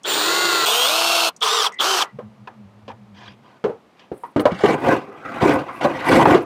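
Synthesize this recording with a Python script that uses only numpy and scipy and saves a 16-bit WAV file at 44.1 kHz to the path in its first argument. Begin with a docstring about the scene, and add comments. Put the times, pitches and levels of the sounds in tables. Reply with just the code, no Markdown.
"""A cordless drill drives four screws outdoors on a wooden deck, the sound of the first breaking off abruptly,
straight into the second: tones locked to the shaft, gears and switched motor current whine over gear rattle.
Then hands knock, drag and tip a board with a metal case on it, and lower it, bumping and scraping, into a
hollow bay close to the microphone. Blows are damped modes, drags are stick-slip noise through resonances, and
faint coloured noise is the open air."""
import sys
import numpy as np
from scipy import signal
from scipy.fft import rfft, irfft
from scipy.io import wavfile
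from scipy.ndimage import uniform_filter1d

SR = 44100
rng = np.random.default_rng(int(sys.argv[2]) if len(sys.argv) > 2 else 0)


def voltage_ratio(level):
    """Linear amplitude factor for a level in decibels (scalar or array-like)."""
    return 10 ** (np.asarray(level, float) / 20)


def dump_mix(stems):
    """Bounce the given channels to the path in sys.argv[1] as a 16-bit WAV at rate SR."""
    frames = np.atleast_2d(stems).T  # one column per channel
    limited = np.clip(frames, -1, 1)  # hard clip at full scale
    pcm = np.round(limited * 32767).astype(np.int16)
    wavfile.write(sys.argv[1], SR, pcm)


N = 284709

# resonances of the hollow under the board: centre_hz, width_hz, relative_level_db
HOLLOW_MODES = [(150.7, 48, -3), (316, 183, 3.65), (516.2, 51, 7), (694, 125, 1)]
# resonances of rasping wood: centre_hz, width_hz, relative_level_db
RASP_MODES = [(800, 220, -1), (1100, 280, -1), (1450, 300, -4), (1900, 350, -9), (2300, 350, -16)]
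# hiss spectra of rubbing, one on the deck and one in the bay: frequency_hz, relative_density_db (per Hz)
GRIT_SPECTRA = [
    [(1350, -22), (2300, -5), (3110, -4), (3790, -10.5), (4610, -13.5), (5160, -15), (6010, -19),
     (8060, -34), (14000, -59)],
    [(1350, 0.5), (2300, 4.5), (2450, -21), (2730, 2), (5660, -16.5), (8630, -23.5), (11900, -36),
     (14800, -44), (16000, -57.5)],
]
BAY_START_S = 4.1  # contacts after this are in the bay
HOUSING_HZ = 3320  # resonance of the drill housing
FREE_HZ = 971  # ring of the board's free part in scrapes and brushes


def evened(x):
    """Normalization: scales a signal to rms 1."""
    return x / np.sqrt(np.mean(x ** 2) + 1e-20)


def read(points, hz):
    """Interpolates a spectrum along a logarithmic frequency axis."""
    frequency, value = np.transpose(points)
    return np.interp(np.log(hz + 1), np.log(frequency + 1), value)


def add(mix, s, sound):
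    """Superposition: sums a sound into the mix from time s."""
    part = mix[round(s * SR):][:len(sound)]
    part += sound[:len(part)]


def coloured(x, points):
    """Spectral shaping: weights each frequency of x by a curve, at rms 1."""
    hz = np.fft.rfftfreq(len(x), 1 / SR)
    return evened(irfft(rfft(x) * voltage_ratio(read(points, hz)), len(x)))


def resonate(x, hz, width):
    """Heterodyne resonator: a one-pole filter in a frame turning at hz, which may vary; gain 1 at the peak."""
    turn = np.exp(2j * np.pi * np.cumsum(hz * np.ones(len(x))) / SR)
    pole = np.exp(-np.pi * width / SR)
    return 2 * (turn * signal.lfilter([1 - pole], [1, -pole], x / turn + 1e-18)).real


def ringing(x, modes):
    """Modal superposition: x through parallel resonances, each two poles steep, at rms 1."""
    return evened(sum(voltage_ratio(db) * resonate(resonate(x, hz, width), hz, 2 * width) for hz, width, db in modes))


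def lumpy(count, per_s, spread_db):
    """Random amplitude modulation: noise whose level wobbles at rates up to about per_s a second."""
    control_hz = 2000
    steps = rng.standard_normal(int(count / SR * control_hz) + 50)
    slips = evened(signal.lfilter(*signal.butter(2, min(per_s, 900), fs=control_hz), steps))
    wobble_db = spread_db * np.interp(np.arange(count) / SR * control_hz, np.arange(len(slips)), slips)
    return evened(rng.standard_normal(count) * voltage_ratio(wobble_db))


def patchy(x):
    """Time-frequency modulation: shifting contact lifts and dips patches about 500 Hz wide and 30 ms long."""
    z = signal.stft(x, nperseg=512, noverlap=384)[2]
    field = uniform_filter1d(rng.standard_normal(z.shape), size=6, axis=0)
    field = uniform_filter1d(field, size=10, axis=1)
    patch_db = 3 * evened(field) - 1.5
    return signal.istft(z * voltage_ratio(patch_db), nperseg=512, noverlap=384)[1][:len(x)]


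def drill(pull):
    """Forced vibration: broadband gear rattle, shaft-order tones, and sidebands of the switched current."""
    # trigger pulls: start_s, release_s (where the first breaks off abruptly), rattle_db (relative), rise_s
    # (time constant), # stop_db_per_s
    pulls = [(.04, .654, -18.5, 0.025, 20004.5), (.656, 1.29, -17, 0.00041, 1103.5),
             (1.412, 1.668, -17, 0.0095, 419.5), (1.791, 2.026, -17.5, 0.0098, 416.5)]
    # shaft speed, one table a pull: time_s, speed_hz
    speeds = [
        [(0.035, 20), (0.05, 101), (0.08, 223), (0.13, 273), (0.21, 304), (0.29, 331), (0.37, 344), (0.45, 347),
         (0.61, 326), (0.655, 322)],
        [(0.657, 200), (0.77, 241), (0.85, 252), (0.88, 278), (0.91, 308), (0.95, 325), (1.01, 334),
         (1.09, 340), (1.2, 338), (1.3, 327)],
        [(1.405, 68), (1.435, 165), (1.47, 382), (1.5, 450), (1.55, 473), (1.6, 440), (1.625, 400), (1.66, 228),
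         (1.72, 90)],
        [(1.785, 80), (1.81, 142), (1.83, 266), (1.86, 360), (1.89, 386), (1.93, 389), (1.995, 335),
         (2.015, 240), (2.03, 182), (2.08, 90)],
    ]
    # radiation of housing, bit and board, one spectrum a pull: frequency_hz, relative_density_db (per Hz)
    bodies = [
        [(47, -70), (80, -45), (163, -15.5), (271, -25.5), (338, 0), (550, -6.5), (1090, -5.5), (1280, -5),
         (1400, -3.5), (2270, -13.5), (3300, -7), (3700, -4.5), (4650, -6.5), (5000, -15), (7200, -15.5),
         (13100, -31.5), (15000, -38.5), (16000, -68)],
        [(47, -100.5), (80, -68), (242, -19), (289, -43), (331, -11.5), (441, -14.5), (482, -7), (538, -12),
         (672, -2.5), (1400, -2), (1860, -20), (2780, -2.5), (12800, -23.5), (14300, -26), (16000, -39.5)],
        [(47, -80), (80, -45), (208, -49.5), (323, -26.5), (441, 1), (504, -15.5), (1220, 1), (1670, -13.5),
         (2330, -14), (3390, -5.5), (4050, -11), (5770, -9), (6590, -22.5), (7700, -19.5), (16000, -34.5)],
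        [(47, -81), (80, -46), (316, -21), (386, -6), (441, -14), (751, -9.5), (896, -5), (1340, -2),
         (2040, -19.5), (3100, -8), (3320, -12.5), (5770, -14.5), (13100, -32.5), (14300, -31), (16000, -49)],
    ]
    # shaft and gear orders: multiple of shaft speed, relative_level_db in pulls 1, 2, 3, 4,
    # loss_db per unit of slack, gain_db per unit of braking
    gear_orders = [(1, -30, -36, -31, -28, 60, -70), (2, -60, -29, -60, -32, 10, -40),
                   (3.23, -30, -60, -35, -36, 30, -30), (4.16, -25, -60, -39, -40, 70, 32),
                   (6, -31, -60, -60, -60, 70, -30), (8, -33, -29, -31, -32, 40, -20),
                   (12, -60, -37, -60, -60, 0, 0), (13, -34, -28, -37, -35, 16, 0),
                   (16.1, -60, -35, -36, -35, -2, 14)]
    # beats of switching with rotor: multiple of switching rate, multiple of shaft speed,
    # relative_level_db in pulls 1, 2, 3, 4
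    sidebands = [(1, 0, -49, -50, -52, -50), (1, -2, -33, -70, -70, -70), (1, 2, -38, -70, -70, -70),
                 (1, -4, -52, -38, -44, -42), (1, 4, -43, -36, -48, -51), (1, -8, -70, -39, -70, -70),
                 (1, -16, -45, -70, -70, -70), (1, -20, -70, -42, -70, -70), (2, -2, -36, -70, -56, -60),
                 (2, -4, -54, -36, -56, -43)]
    # gear-mesh noise, one a pull: relative_level_db
    mesh_levels = [-10.5, -23.5, -39, -16.5]
    switch_hz = 7668

    start, release, rattle_db, rise, stop = pulls[pull]
    t = np.arange(start, release + 45 / stop, 1 / SR)
    running = (1 - np.exp(-(t - start) / rise)) * voltage_ratio(-stop * np.maximum(t - release, 0))

    speed = uniform_filter1d(np.interp(t, *np.transpose(speeds[pull])), size=600)
    fastest = np.maximum.accumulate(speed)
    slack = 1 - fastest / speed.max()  # how far the run-up has still to go
    braking = np.minimum(1 - speed / fastest, .45)  # share of the speed lost
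    speed = speed * (1 + .02 * uniform_filter1d(rng.standard_normal(len(t)), size=300))  # load jitters it
    turn = 2 * np.pi * np.cumsum(speed) / SR

    once_a_turn = 1 + 0.069 * np.cos(turn)  # one firmer knock a turn
    rattle = coloured(lumpy(len(t), 280, 2.1) * once_a_turn, bodies[pull])
    low = signal.sosfilt(signal.butter(2, 1800, fs=SR, output="sos"), rattle)
    rattle = low + (rattle - low) * running ** 1.2  # the treble dies first as the motor stops
    mesh = ringing(rng.standard_normal(len(t)), [(12.2 * speed, 700, 0)])
    noise = voltage_ratio(rattle_db) * running * (0.94 * rattle + voltage_ratio(mesh_levels[pull]) * mesh)

    gears = np.zeros(len(t))
    for row in gear_orders:
        level_db = row[1 + pull] - row[5] * slack + row[6] * braking
        gears += voltage_ratio(level_db) * np.cos(row[0] * turn + 2 * np.pi * rng.random())
    whine = np.zeros(len(t))
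    for row in sidebands:
        whine += voltage_ratio(row[2 + pull]) * np.cos(row[0] * 2 * np.pi * switch_hz * t + row[1] * turn)
    whine *= voltage_ratio(np.minimum(16 * slack, 9))  # louder while the shaft runs up
    driven = np.sqrt(2) * np.minimum(1.2 * running, 1) ** 4  # tones stop with the current
    tones = driven * (voltage_ratio(1.5) * gears + running ** 2 * whine)
    # tones swell as they cross the housing resonance
    tones = tones + 2.2 * resonate(resonate(tones, HOUSING_HZ, 700), HOUSING_HZ, 700)
    return t[0], (noise + tones) * signal.windows.tukey(len(t), .012)


def bite(s, db):
    """Transient excitation: the housing resonance shudders in a bell-shaped burst as the motor first bites."""
    t = np.arange(0, .07, 1 / SR)
    shudder = resonate(resonate(rng.standard_normal(len(t)), HOUSING_HZ, 450), HOUSING_HZ, 450)
    return s - .01, voltage_ratio(db) * evened(shudder) * np.exp(-((t - .02) / .013) ** 2)


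def tick(s, db):
    """Impulse response: a tiny plastic snap of the trigger switch, as quickly damped high modes."""
    t = np.arange(0, .03, 1 / SR)
    snap = ringing(rng.standard_normal(len(t)), [(5830, 970, -0.75), (6600, 620, -2), (8050, 500, -2.2)])
    return s, voltage_ratio(db - 3) * snap * voltage_ratio(-60 * t / .035) * (1 - np.exp(-t / .001))


def squeak(start, end, hz, db):
    """Narrow-band resonance: the bit sings against the screw head in a thin, fuzzy whistle."""
    noise = rng.standard_normal(round((end - start) * SR))
    return start, voltage_ratio(db) * ringing(noise, [(hz, 90, 0)]) * signal.windows.tukey(len(noise), .5)


def knock(s, db, hz, t60, crack_db):
    """Modal impact: a damped swing, a smear of wooden modes, a short crack, and the hollow's decay."""
    # wooden modes: multiple of the strongest ring, relative_level_db, multiple of the blow's decay time
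    wood_modes = [(.32, -19.5, 2.14), (1.001, 4.5, 1.03), (1.829, -5, 1.11), (2.9, -6.5, 0.42),
                  (3.9, -14.5, 0.44), (5.298, -24, 0.3)]
    t = np.arange(0, .3, 1 / SR)
    shake, crack, air = rng.standard_normal((3, len(t)))
    swing = np.sin(2 * np.pi * hz * t) * voltage_ratio(-60 * t / (.6 * t60))
    swing += 0.65 * np.sin(np.pi * hz * t) * voltage_ratio(-60 * t / (0.37 * t60))  # the first low push
    soft_db = .2 * min(crack_db + 15, 0)  # a soft blow hardly reaches the upper modes

    hollow = ringing(air, HOLLOW_MODES) + voltage_ratio(1.5 * soft_db) * ringing(air, RASP_MODES[:2])
    hollow *= voltage_ratio(-17 - 60 * t / 0.27)  # lingers with a 60 dB decay of 0.27 s
    smear = np.zeros(len(t))
    for multiple, mode_db, share in wood_modes:
        level_db = mode_db - 4 + soft_db * max(multiple - 1, 0) - 60 * t / (t60 * share)
        smear += voltage_ratio(level_db) * ringing(shake, [(hz * multiple, 0.17 * hz + 40, 0)])
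    crack = coloured(crack, GRIT_SPECTRA[int(s > BAY_START_S)])
    crack *= voltage_ratio(crack_db - 8.5 - 60 * t / (0.5 * t60))
    onset = 1 - np.exp(-(t / 0.00066) ** 2)
    return s, voltage_ratio(db) * 0.83 * (swing + smear + crack + hollow) * onset


def rub(t, boom_db, rasp_db, grit_db, free_hz):
    """Stick-slip friction: slips shake the hollow and the board's modes, and grit hisses on top."""
    in_bay = t[0] > BAY_START_S
    slips, grains = lumpy(len(t), 52, 2.4), lumpy(len(t), 160, 1.6)
    rasp = ringing(slips + 0.41 * grains, RASP_MODES) + 0.82 * ringing(grains, [(free_hz, 160, 0)])
    grit = coloured(grains + 2.7 * slips, GRIT_SPECTRA[int(in_bay)])
    low = signal.sosfiltfilt(signal.butter(2, 5000, fs=SR, output="sos"), grit)
    treble_db = .4 * (grit_db + 29) * in_bay  # in the bay light grit is dull
    grit = low + (grit - low) * voltage_ratio(treble_db)
    surface = patchy(voltage_ratio(rasp_db) * evened(rasp) + voltage_ratio(grit_db) * grit)
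    sound = voltage_ratio(boom_db) * ringing(slips, HOLLOW_MODES) + surface
    edge_s = np.minimum(t - t[0], t[-1] - t)
    return t[0], sound * np.sqrt(np.clip(edge_s / .004, 0, 1))


def scrape(s, rise, hold, boom_db, grit_db):
    """Friction under load: as pressure builds, sags and lets go, grit rises less and falls more than boom."""
    t = np.arange(s - rise, s + hold + .16, 1 / SR)
    up_db = -20.5 * np.maximum(s - t, 0) / rise
    sag_db = -13 * np.maximum(t - s, 0)  # 13 dB per s
    release_db = -212.5 * np.maximum(t - s - hold, 0)  # 212.5 dB per s
    down_db = sag_db + release_db
    boom_db = boom_db + up_db + down_db
    return rub(t, boom_db, boom_db - 4, grit_db + 0.75 * up_db + 3.5 * down_db, FREE_HZ)


def slide(start, end, first_db, last_db, grit_db, free_hz):
    """Length-dependent resonance: in a light slide the free part shortens and its ring climbs to free_hz."""
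    t = np.arange(start, end, 1 / SR)
    rasp_db = np.linspace(first_db, last_db, len(t))
    climb = np.linspace(1 - 0.092, 1, len(t))
    return rub(t, rasp_db - 4, rasp_db, rasp_db + grit_db, free_hz * climb)


def brush(start, length, rasp_db, grit_db):
    """Light friction: a soft stroke over the deck swells early, trails off and rings unevenly."""
    # what rings under a brushing hand: centre_hz, width_hz, relative_level_db
    skin_modes = [(960, 50, -4), (1700, 130, -3), (2086, 29, -5), (2470, 39, -5), (3200, 240, -9),
                  (4760, 52, -10)]
    t = np.arange(start, start + length, 1 / SR)
    s, sound = rub(t, rasp_db - 4.5, rasp_db, grit_db - 2.5, FREE_HZ)
    sound = sound + voltage_ratio(grit_db - 4.0) * ringing(lumpy(len(t), 45, 6.4), skin_modes)
    return s, sound * np.sin(np.pi * ((t - start) / length) ** 0.77)


def rustle(start, length, db):
    """Band-shaped noise: a brief high hiss that starts quickly and thins out."""
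    # hiss spectrum: frequency_hz, relative_density_db (per Hz)
    hiss_spectrum = [(6000, -21), (8500, 3), (11000, 1.5), (15000, -8.5)]
    noise = patchy(coloured(lumpy(round(length * SR), 40, 2.2), hiss_spectrum))
    return start, voltage_ratio(db) * noise * np.sin(np.pi * np.linspace(0, 1, len(noise)) ** .55)


def rumble():
    """Low modal vibration: throbs over a faint steady creep swing the plank modes, their pitch wavering."""
    # plank modes: centre_hz, width_hz (also rms pitch waver), relative_level_db
    plank_modes = [(62, 5.9, -22), (117.5, 15, -7), (206, 9.6, -8)]
    # soft throbs as weight shifts: time_s, level_db
    throbs = [(2.15, -37.5), (2.25, -41.5), (2.3, -46), (2.42, -45), (2.6, -41.5), (2.668, -44),
              (2.77, -48), (2.85, -49), (2.92, -42.5), (3.026, -47.5), (3.09, -53), (3.136, -46.5),
              (3.22, -49), (3.3, -44), (3.38, -62)]
    t = np.arange(2.12, 3.6, 1 / SR)
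    push = voltage_ratio(-57) + sum(voltage_ratio(db) * np.exp(-((t - s) / 0.035) ** 2) for s, db in throbs)
    modes = np.zeros(len(t))
    for hz, width, db in plank_modes:
        waver = evened(uniform_filter1d(rng.standard_normal(len(t)), size=2000))
        modes += voltage_ratio(db) * np.sin(2 * np.pi * np.cumsum(hz + width * waver) / SR)
    planks = evened(modes) + 0.47 * ringing(lumpy(len(t), 25, 1.0), plank_modes)
    return t[0], push * evened(planks) * signal.windows.tukey(len(t), .04)


def deck(x):
    """Sparse reflections: convolution with random early echoes and a short open-air tail."""
    t = np.arange(0, .25, 1 / SR)
    struck = rng.random(len(t)) < 2000 / SR  # about 2000 echoes a second
    taps = rng.standard_normal(len(t)) * struck * voltage_ratio(-60 * t / 0.034) * (t > .003)
    return signal.oaconvolve(x, taps / np.linalg.norm(taps))[:N]


def open_air():
    """Stationary random noise: a faint, mostly low background."""
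    # air spectrum: frequency_hz, relative_density_db (per Hz)
    air_spectrum = [(18, -55.5), (30, -31), (114, -16.5), (152, -14), (229, -7.5), (267, -14), (674, -15),
                    (1190, -18.5), (1490, -24.5), (2440, -27), (14000, -52), (16000, -62)]
    return voltage_ratio(-53.5) * coloured(rng.standard_normal(N), air_spectrum)


def scene():
    """Linear superposition: all sources in one spot, heard by a single microphone."""
    # first bites of the motor: time_s (the shudder peaks 10 ms later), level_db
    bites = [(0.048, -25), (1.419, -16), (1.796, -15.5)]
    # trigger switch ticks: time_s, level_db (relative)
    ticks = [(0.033, -32), (1.3633, -32.5), (1.406, -31), (1.7215, -37.5), (1.7404, -39.5)]
    # the bit singing between pulls: start_s, end_s, pitch_hz, level_db
    squeaks = [(1.71, 1.812, 1990, -40.5), (2.041, 2.13, 1950, -53.5)]
    # blows: time_s, level_db (relative), strongest ring pitch_hz, decay_s (scales all but the hollow), crack_db (relative)
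    knocks = [(2.187, -24.5, 533.4, 0.11, -18), (2.473, -25, 860, 0.075, -6), (2.879, -30, 544, 0.163, 0),
              (2.901, -33, 910, 0.14, -43), (3.64, -11.5, 434, 0.2, -14), (3.694, -19, 447, 0.12, -42),
              (3.994, -53.5, 1220, 0.14, 21), (4.116, -15, 380, 0.081, -80), (4.235, -25.5, 958, 0.17, -84),
              (4.361, -7, 285, 0.22, -13.5), (4.395, -11.5, 418, 0.11, 1), (4.454, -2.5, 538, 0.13, -5.5),
              (4.518, -17, 181, 0.13, -2), (4.636, -5, 412, 0.166, -14), (4.692, -8.5, 408, 0.16, -25),
              (5.077, -33, 408, 0.44, -30), (5.425, -5, 318.5, 0.33, -24.5),
              (5.682, -26.5, 1110, 0.35, -39), (5.81, -21, 735, 0.3, 4), (5.844, -12, 575, 0.23, -21),
              (5.91, -18, 330, 0.042, -35), (6.129, -5.5, 290, 0.146, -0.5), (6.254, 2, 832, 0.071, -45.5),
              (6.272, -6, 275, 0.18, -48), (6.344, -2.5, 363, 0.19, -3)]
    # heavy scrapes of the case down the bay wall: full_pressure_s, rise_s, hold_s, boom_db, grit_db
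    scrapes = [(4.645, .012, 0.1, -18, -21.5), (4.876, .09, 0.054, -12, -31.5),
               (5.419, .015, 0.14, -13.5, -19.5), (5.841, .035, 0.018, -15.5, -22),
               (6.122, .07, .11, -10.5, -16.5), (6.275, .02, 0.063, -11, -22)]
    # light slides of the board: start_s, end_s, first_rasp_db, last_rasp_db, grit_db (over the rasp), free_ring_hz
    slides = [(4.508, 4.649, -47.5, -36.5, 9, 1500), (4.752, 4.862, -49.5, -52, -20, 1080),
              (5.04, 5.277, -46, -35.5, -16, 1320), (5.25, 5.423, -33.5, -25.5, -7, 1380),
              (5.619, 5.84, -39, -31.5, -19, 1040), (5.899, 6.099, -32.5, -20.5, -4.5, 955)]
    # hands and board brushing over the deck: start_s, length_s, rasp_db, grit_db (relative)
    brushes = [(2.882, 0.0483, -43, -45), (3.14, 0.22, -45.5, -43.5), (3.42, 0.19, -50, -56.5),
               (3.962, 0.13, -54, -53)]
    # high rustles: start_s, length_s, level_db
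    rustles = [(4.129, 0.22, -61.5), (4.398, .03, -40), (4.795, 0.02, -53.5), (5.532, .03, -44),
               (5.72, .1, -57), (6.05, .23, -40.5), (6.415, .035, -56)]

    mix = np.zeros(N)
    for pull in range(4):
        add(mix, *drill(pull))
    for source, rows in ((bite, bites), (tick, ticks), (squeak, squeaks), (knock, knocks),
                         (scrape, scrapes), (slide, slides), (brush, brushes), (rustle, rustles)):
        for row in rows:
            add(mix, *source(*row))
    add(mix, *rumble())
    mix = mix + voltage_ratio(-17) * deck(mix)
    mix = mix + open_air()
    return np.array([mix, mix])


def roll_off(x):
    """The treble ends steeply here."""
    return signal.sosfilt(signal.butter(12, 17010, fs=SR, output="sos"), x)


def record(dry):
    """Band limiting and saturation: bass and extreme treble are cut and loud peaks bend softly."""
    cut = signal.sosfilt(signal.butter(4, 70, "high", fs=SR, output="sos"), dry)
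    cut = signal.sosfilt(signal.butter(8, 15800, fs=SR, output="sos"), cut)
    overloaded = 1.153 * np.tanh(cut / 1.355)
    return roll_off(np.clip(overloaded, -1, 1))


dry = scene()
out = record(dry)
dump_mix(out)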